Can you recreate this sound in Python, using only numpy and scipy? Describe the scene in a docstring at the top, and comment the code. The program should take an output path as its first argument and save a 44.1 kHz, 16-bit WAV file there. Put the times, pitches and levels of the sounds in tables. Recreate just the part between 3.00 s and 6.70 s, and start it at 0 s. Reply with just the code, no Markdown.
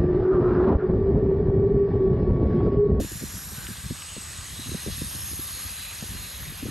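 """A long model train rolls round a curve of plastic track in a garden, close to the microphone.
Its wheels hiss as shaped noise and tick as short decaying sines; each passing truck rings as a moving
resonance and whines as a gliding, unsteady tone, and rail joints crack as decaying bands of noise.
A light wind rumbles in the microphone as lumpy low noise and hits it with short buffets of slowing
sines and with low knocks, each a single pulse of pressure."""
import sys
import numpy as np
from scipy import signal
from scipy.fft import rfft, irfft
from scipy.io import wavfile
from scipy.ndimage import uniform_filter1d

SR = 44100
rng = np.random.default_rng(int(sys.argv[2]) if len(sys.argv) > 2 else 0)


def dump_mix(stems):
    """Bounce the given channels to the path in sys.argv[1] as a 16-bit WAV at rate SR."""
    frames = np.atleast_2d(stems).T  # one column per channel
    limited = np.clip(frames, -1, 1)  # hard clip at full scale
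    pcm = np.round(limited * 32767).astype(np.int16)
    wavfile.write(sys.argv[1], SR, pcm)


N = 163170  # length in samples


def amp(db):
    """Decibel law: level to amplitude gain."""
    return 10 ** (np.asarray(db) / 20)


def unit(x):
    """Normalisation: scales to an rms of 1."""
    return x / np.sqrt(np.mean(x ** 2) + 1e-20)


def read(points, hz):
    """Interpolation on a logarithmic frequency axis."""
    f, value = np.transpose(points)
    return np.interp(np.log(hz + 1), np.log(f + 1), value)


def add(mix, s, sound):
    """Superposition: adds a sound to the mix from time s in seconds."""
    part = mix[:, max(round(s * SR), 0):][:, :sound.shape[-1]]
    part += sound[..., :part.shape[-1]]


def band(x, low_hz, high_hz, order=2):
    """Band-pass filtering with a Butterworth response."""
    high_hz = min(high_hz, SR / 2 - 1)
    return signal.sosfilt(signal.butter(order, [low_hz, high_hz], "band", fs=SR, output="sos"), x)


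def low_noise(gain, count):
    """Spectral shaping: rows of white noise weighted by a gain at each frequency, at rms 1 overall."""
    return unit(irfft(rfft(rng.standard_normal((count, N))) * gain, N))


def patches(shape, size):
    """Random modulation: noise over (frames, bins), smoothed twice along each axis."""
    z = rng.standard_normal(shape)
    for axis in (0, 1, 0, 1):
        z = uniform_filter1d(z, size[axis], axis)
    return unit(z)


def passing(t, s, spread):
    """Passage of a source: a truck draws near, is closest at time s, and leaves."""
    return np.exp(-.5 * ((t - s) / spread) ** 2)


def ridge(hz, centre_hz, width):
    """Resonance curve: a bell over (frames, bins) whose centre may move."""
    return 1 / (1 + (2 * (hz - centre_hz[:, None]) / width) ** 2)


# Spectrum of wheels rolling on the rails. Each row: frequency in Hz, relative density in dB per Hz.
ROLL = [(100, -8.5), (600, -5), (850, -5.5), (1230, 1), (1400, -4), (1600, 0), (1950, 0), (2150, -4),
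        (2600, -1.5), (3200, -2.5), (4000, 0), (4900, -3.5), (5450, -2), (5950, -5.5), (6500, -4),
        (6900, -4), (7450, -6.5), (7900, -5), (9100, -0.5), (9600, 0.5), (10000, 0.5), (10400, 7),
        (10750, 1.5), (11200, 6.5), (11700, 1), (12100, -7.5), (12700, -4.5), (13400, -23), (15400, -66),
        (16000, -47)]
# Changes of the hiss in time. Each row: time in seconds, then the middle, treble and top controls in dB.
ROLL_LEVELS = [(0, 0, 0.5, -2), (.35, -3.5, 3.5, -2.5), (.75, 1, 0, -2.5), (1.1, -0.5, 1, -11.5),
               (1.4, 0, 1.5, -9), (1.75, 2, 1.5, -1), (2.1, 3.5, 2.5, 5.5), (2.38, 0.5, 0.5, 12.5),
               (2.52, 1, 3, 8), (2.8, 4.5, 1, 4.5), (2.97, 2, 1.5, 0.5), (3.25, 2.5, 0.5, 4.5),
               (3.58, 3, -4, 1), (3.7, 2, -3, -3)]
# Frequencies in Hz at which the shares of the three controls are set.
BAND_CENTRES_HZ = [1200, 2700, 4600, 5600, 9200, 10100]


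def hiss_level(t, hz):
    """Roughness excitation: the rolling spectrum in dB, with three controls that vary in time."""
    level = read(ROLL, hz) + np.zeros((len(t), len(hz)))
    times, *controls = np.transpose(ROLL_LEVELS)
    shares = [(0, 0.9, 0.65, 0, 0.19, 0.12),  # middle
              (0, 0, 0.44, 0.8, 0.77, 0),  # treble
              (0, 0, 0, 0, 0, 0.53)]  # top
    for control, share in zip(controls, shares):
        level += np.outer(np.interp(t, times, control), np.interp(hz, BAND_CENTRES_HZ, share))
    return level


# Trucks ringing as they pass. Each row: loudest moment in seconds, spread in seconds, pitch in Hz,
# glide in Hz per second, width in Hz, boost over the hiss in dB.
RINGS = [(.1, 0.079, 7100, -13, 220, 7.5), (.2, 0.23, 11250, 0, 450, 5.5), (.2, 0.09, 12700, 0, 300, 14),
         (.3, 0.16, 5820, 2, 400, 7), (.67, 0.19, 1550, 0, 140, 8), (.54, .12, 12000, 1500, 400, 13.5),
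         (1.16, 0.1, 2800, -1500, 300, 7.5), (1.3, 0.33, 7830, -400, 350, 9.5),
         (1.15, 0.35, 8200, -400, 450, 9), (1.5, .3, 9950, -2, 230, -4), (1.52, 0.065, 3200, 3494, 218, 8),
         (1.68, 0.17, 4040, -2, 150, 8.5), (1.72, 0.09, 9200, 0, 400, 7.5),
         (2.07, 0.086, 8860, 0, 400, 9.5), (2.05, 0.25, 5375, 0, 220, 7),
         (2.3, 0.087, 6300, -400, 330, 10.5), (2.3, 0.46, 10000, 0, 354, 9.5),
         (2.55, .1, 4150, 0, 450, 5.5), (2.72, 0.038, 2490, 0, 160, 6), (2.87, .05, 2560, 0, 283, 8),
         (3.33, .06, 3960, -1500, 180.6, 7.5)]


def truck_rings(t, hz):
    """Local resonance: each passing truck lifts the hiss around a pitch of its own."""
    boost = np.zeros((len(t), len(hz)))
    for s, spread, ring_hz, glide, width, db in RINGS:
        boost += db * passing(t, s, spread)[:, None] * ridge(hz, ring_hz + glide * (t - s), width)
    return boost


# Lasting resonance of wheels and rail. 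Each row: time in seconds, centre in Hz.
RAIL_RING = [(0, 7050), (.55, 7260), (.9, 6850), (1.4, 6780), (1.75, 6400), (2.2, 6610), (2.7, 6630),
             (3.15, 6660), (3.7, 6500)]
RAIL_RING_WIDTH_HZ, RAIL_RING_DB = 500, 7.5


def rail_ring(t, hz):
    """Coupled resonance: a lasting ring of wheels and rail drifts as the wagons go by."""
    centre_hz = np.interp(t, *np.transpose(RAIL_RING))
    return RAIL_RING_DB * ridge(hz, centre_hz, RAIL_RING_WIDTH_HZ)


# Likeness of the two microphone ports. Each row: frequency in Hz, coherence from 0 to 1.
SAME = [(100, 0.84), (600, 0.62), (850, 0.48), (1200, 0.65), (2000, 1), (3500, 0.95), (7000, 0.96),
        (9400, 0.97), (10400, 1), (12000, 0.88), (13000, 0.47)]
# Phase by which the left port leads the right. Each row: frequency in Hz, phase in radians.
PHASE_LEAD = [(500, 0), (1000, -.65), (1450, -.45), (1900, 0), (2600, 0), (3200, -.3), (4600, -.27),
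              (5450, -.52), (6400, -.05), (7450, -.1), (7900, -.75), (8800, 0), (9300, 1.5), (9700, 2.4),
              (10350, 3.14), (11000, 4.4), (11750, 6.28), (12350, 6.28), (13200, 9.3)]
ROLL_DB = -37  # rms level
PATCH_DB, PATCH_SLOW_DB, FLUTTER_DB = 1.13, 1.5, 0.31  # rms depths of the random modulation


def rolling(size=512):
    """Structure-borne noise: wheel roughness hisses through rails and wagons, coloured by resonance."""
    hop = size // 4
    hz, t = np.fft.rfftfreq(size, 1 / SR), np.arange(N // hop + 8) * hop / SR
    shape = (len(t), len(hz))
    level = hiss_level(t, hz) + truck_rings(t, hz) + rail_ring(t, hz)
    level += PATCH_DB * patches(shape, size=(9, 6))
    level += PATCH_SLOW_DB * patches(shape, size=(50, 1))
    level += FLUTTER_DB * patches(shape, size=(6, 120))
    a, b, c, d = rng.standard_normal((4, *shape))
    left, other = a + 1j * b, c + 1j * d
    same = np.clip(read(SAME, hz), 0, 1)
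    # mixing in independent noise lowers the coherence but keeps the power
    right = same * left + np.sqrt(1 - same ** 2) * other
    right = right * np.exp(-1j * read(PHASE_LEAD, hz))
    spectra = np.array([left, right]) * amp(level)
    _, hiss = signal.istft(spectra.transpose(0, 2, 1), nperseg=size, noverlap=size - hop)
    return amp(ROLL_DB) * unit(hiss[:, :N])


TICKS_PER_S, TICKS_DB, TICK_SPREAD_DB, TICK_DECAY_S = 260, -54.5, 2.5, 0.00087  # mean rate, rms level
TICK_TOP_HZ = 10600


def wheel_ticks(low_hz=1100, high_hz=9000, count=24):
    """Impulse response: grit and flanges tick at random, each tick a short ring of one small part."""
    t, out = np.arange(SR // 50) / SR, np.zeros(N)
    strength = amp(TICK_SPREAD_DB * np.minimum(rng.exponential(1, N), 4))
    hits = (rng.random(N) < TICKS_PER_S / SR) * strength
    part = rng.integers(0, count, N)
    for k, hz in enumerate(np.geomspace(low_hz, high_hz, count)):
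        ring = np.sin(2 * np.pi * hz * t) * np.exp(-t / TICK_DECAY_S)
        out += signal.oaconvolve(hits * (part == k), ring)[:N]
    return amp(TICKS_DB) * unit(band(out, low_hz / 2, TICK_TOP_HZ, order=6))


WIND_SIDE = 0.27  # gain of the part that differs between the ports


def ports(mid, side):
    """Mid-side pairing: wind reaches the two ports almost alike."""
    return np.array([mid + WIND_SIDE * side, mid - WIND_SIDE * side])


# Spectrum of the wind rumble. Each row: frequency in Hz, relative density in dB per Hz.
RUMBLE = [(15, -32), (30, -29), (50, 0.5), (75, 4), (110, -3), (170, -6.5), (250, -15.5), (400, -25.5),
          (700, -52), (1500, -43)]
# Strength of the wind. Each row: time in seconds, level in dB.
RUMBLE_LEVEL = [(0, -27), (.1, -40), (.38, -41.5), (0.439, -45.5), (.5, -41), (.8, -43), (1.1, -47.5),
                (1.28, -43), (1.47, -45.5), (1.677, -38), (1.82, -46), (1.93, -42.5), (2.3, -41),
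                (2.6, -45), (2.92, -47), (3.16, -40), (3.32, -48), (3.42, -38), (3.58, -43.5), (3.7, -47)]
LUMPS_HZ, LUMPS_DB = 16, 2  # upper edge and rms depth of the level's random lumps


def rumble():
    """Turbulence noise: a low, lumpy roar follows the strength of the wind."""
    hz, t = np.fft.rfftfreq(N, 1 / SR), np.arange(N) / SR
    mid, side = low_noise(amp(read(RUMBLE, hz)), 2)
    lumps = low_noise(hz < LUMPS_HZ, 1)[0]
    strength = amp(np.interp(t, *np.transpose(RUMBLE_LEVEL)))
    return ports(mid, side) * unit(amp(LUMPS_DB * lumps)) * strength


BUFFET_RISE_S, BUFFET_FADE_S, BUFFET_SLOWING, BUFFET_LOW_HZ = 0.0022, 0.0047, 0.55, 64.7


def eddy(t, length, edge_hz, count=16):
    """Vortex decay: a swirl of pressure starts fast, slows down and dies."""
    speed = np.exp(-BUFFET_SLOWING * np.minimum(t / length - .5, 1))
    hz = np.geomspace(BUFFET_LOW_HZ, edge_hz, count)[:, None]  # scaled by the speed
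    cycles = hz * np.cumsum(speed) / SR + rng.random((count, 1))
    swirl = np.sin(2 * np.pi * cycles).sum(0)
    rise = np.sin(np.pi / 2 * np.minimum(t / BUFFET_RISE_S, 1)) ** 2
    fade = np.exp(-np.maximum(t - length, 0) / BUFFET_FADE_S)
    puff = band(swirl * rise * fade, 37, 2 * edge_hz)
    return puff / np.sqrt(np.sum(puff ** 2) / (length * SR))  # energy set by the length


# Wind buffets on the microphone. Each row: start in seconds, length in seconds,
# level in dB before the common trim, upper edge in Hz before the common stretch.
BUFFETS = [(0, 0.012, -23, 532), (0.016, 0.044, -32, 332), (0.116, 0.013, -34.5, 324),
           (0.152, 0.021, -34.5, 172), (0.212, 0.017, -35, 363), (0.228, 0.016, -32, 338),
           (0.248, 0.018, -36, 151), (0.339, 0.05, -42, 198), (0.517, 0.02, -39, 222),
           (0.576, 0.014, -38.5, 139), (0.687, 0.028, -32.5, 251), (0.836, 0.036, -37.5, 196),
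           (0.902, 0.023, -28, 306), (1.165, 0.016, -34.5, 374), (1.385, 0.016, -35, 110),
           (1.59, 0.017, -38, 292), (1.661, 0.036, -34.5, 221), (1.716, 0.028, -34, 293),
           (1.744, 0.015, -29, 369), (1.863, 0.0067, -26.5, 383), (1.871, 0.022, -29.5, 298),
           (1.893, 0.033, -33.5, 157), (1.98, 0.024, -38, 213), (2.014, 0.012, -29, 360),
           (2.029, 0.037, -38, 223), (2.149, 0.016, -36, 250), (2.215, 0.032, -38, 149.2),
           (2.327, 0.031, -39.5, 235), (2.391, 0.01, -34.5, 349), (2.649, 0.02, -34.5, 244),
           (3.025, 0.013, -31, 203), (3.106, 0.014, -37, 240), (3.135, 0.034, -39, 186),
           (3.471, 0.016, -37.5, 179), (3.627, 0.012, -28.5, 339), (3.65, 0.023, -30.5, 405),
           (3.682, 0.012, -29, 320)]
BUFFET_DB = -1  # common trim


def buffets(edge_stretch=1.1):
    """Pressure fluctuation: eddies thump the microphone in loose clusters."""
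    t, out = np.arange(SR // 10) / SR, np.zeros((2, N))
    for s, length, db, edge_hz in BUFFETS:
        mid, side = (eddy(t, length, edge_stretch * edge_hz) for _ in range(2))
        add(out, s - BUFFET_RISE_S / 2, amp(db + BUFFET_DB) * ports(mid, side))
    return out


# Low knocks among the buffets. Each row: peak moment in seconds,
# level in dB before the port gains, centre in Hz.
KNOCKS = [(.021, -28, 350), (.048, -23, 303), (.169, -33, 120), (.213, -34, 340), (.239, -24.5, 290),
          (0.264, -41, 220), (.343, -34, 298.5), (.354, -25.5, 110), (.381, -30, 156), (.477, -31, 150),
          (.523, -34, 289), (.585, -31, 140), (.697, -23, 180), (.865, -29, 119), (.91, -25, 323),
          (1.168, -31.5, 330), (1.171, -39.5, 160), (1.687, -27.5, 199.7), (1.694, -32, 330),
          (1.747, -25, 340), (1.865, -26, 383), (1.877, -25, 330), (1.887, -24.5, 400), (1.899, -34, 400),
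          (2.02, -21, 272), (2.154, -36, 230), (2.233, -38, 110), (2.316, -33, 219), (2.334, -33, 278),
          (2.398, -26, 200), (2.576, -39, 228), (3.026, -27.5, 497), (3.041, -29.5, 330),
          (3.152, -30.5, 212), (3.524, -32, 217), (3.665, -24.5, 374)]


def knocks():
    """Pressure pulse: single hard pushes thud without ringing."""
    t, out = np.arange(-SR // 100, SR // 100) / SR, np.zeros((2, N))
    for s, db, hz in KNOCKS:
        u = (np.pi * hz * t) ** 2
        pulse = (1 - 2 * u) * np.exp(-u)  # one peak between two shallow dips
        port_gains = ports(0.72, rng.uniform(-1.1, 1))[:, None]
        add(out, s + t[0], amp(db) * port_gains * pulse)
    return out


# Wheels striking rail joints. Each row: start in seconds, level in dB before the decay, centre in Hz.
CLICKS = [(.119, -30.5, 6460), (.668, -30, 2240), (.771, -35, 3500), (1.021, -31, 1990), (1.061, -36, 6000),
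          (2.156, -33, 6000), (2.865, -33, 2500)]
CLICK_DECAY_S, CLICK_SPAN = 0.0023, 1.7  # span: ratio of each band edge to the centre


def joint_clicks():
    """Impact noise: a short dry crack where a wheel crosses a joint."""
    t, out = np.arange(SR // 50) / SR, np.zeros((2, N))
    for s, db, hz in CLICKS:
        crack = unit(band(rng.standard_normal(len(t)), hz / CLICK_SPAN, hz * CLICK_SPAN, order=6))
        add(out, s, amp(db) * np.exp(-t / CLICK_DECAY_S) * crack)
    return out


# Wheel flanges whining in the curve. Each row: loudest moment in seconds, spread in seconds,
# pitch in Hz, glide in Hz per second, rms level in dB before the swell of the passage.
WHINES = [(1.59, .055, 3760, 1901, -50), (1.732, 0.058, 3950, 700.5, -49), (2.011, 0.062, 3650, -250, -50),
          (2.84, .07, 3965, 599.5, -47), (3.21, 0.074, 4168, 81, -50)]
WHINE_UNSTEADY_HZ, WHINE_WAVER_HZ, WHINE_FLUTTER_DB = 40, 15, 2.5  # bandwidth, rms depths


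def wheel_whines():
    """Frictional self-excitation: flanges rub the curved rail and sing thin, unsteady, gliding tones."""
    t, out = np.arange(N) / SR, np.zeros(N)
    smooth = np.exp(-.5 * (np.fft.rfftfreq(N, 1 / SR) / WHINE_UNSTEADY_HZ) ** 2)
    for s, spread, hz, glide, db in WHINES:
        waver, grip = low_noise(smooth, 2)
        pitch = hz + glide * np.clip(t - s, -2 * spread, 2 * spread) + WHINE_WAVER_HZ * waver
        tone = np.sin(2 * np.pi * np.cumsum(pitch) / SR)
        out += amp(db) * passing(t, s, spread) * unit(amp(WHINE_FLUTTER_DB * grip) * tone)
    return out


def scene():
    """Superposition of the train and the wind."""
    train = rolling() + wheel_ticks() + joint_clicks() + wheel_whines()
    wind = rumble() + buffets() + knocks()
    return train + wind


CUT_OFF_HZ = 15750


def record(dry):
    """Band limitation: a linear-phase low-pass filter removes the highest treble."""
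    low_pass = signal.firwin(511, CUT_OFF_HZ, window=("kaiser", 9), fs=SR)
    return signal.oaconvolve(dry, low_pass[None], "same")


dry = scene()
out = record(dry)
dump_mix(out)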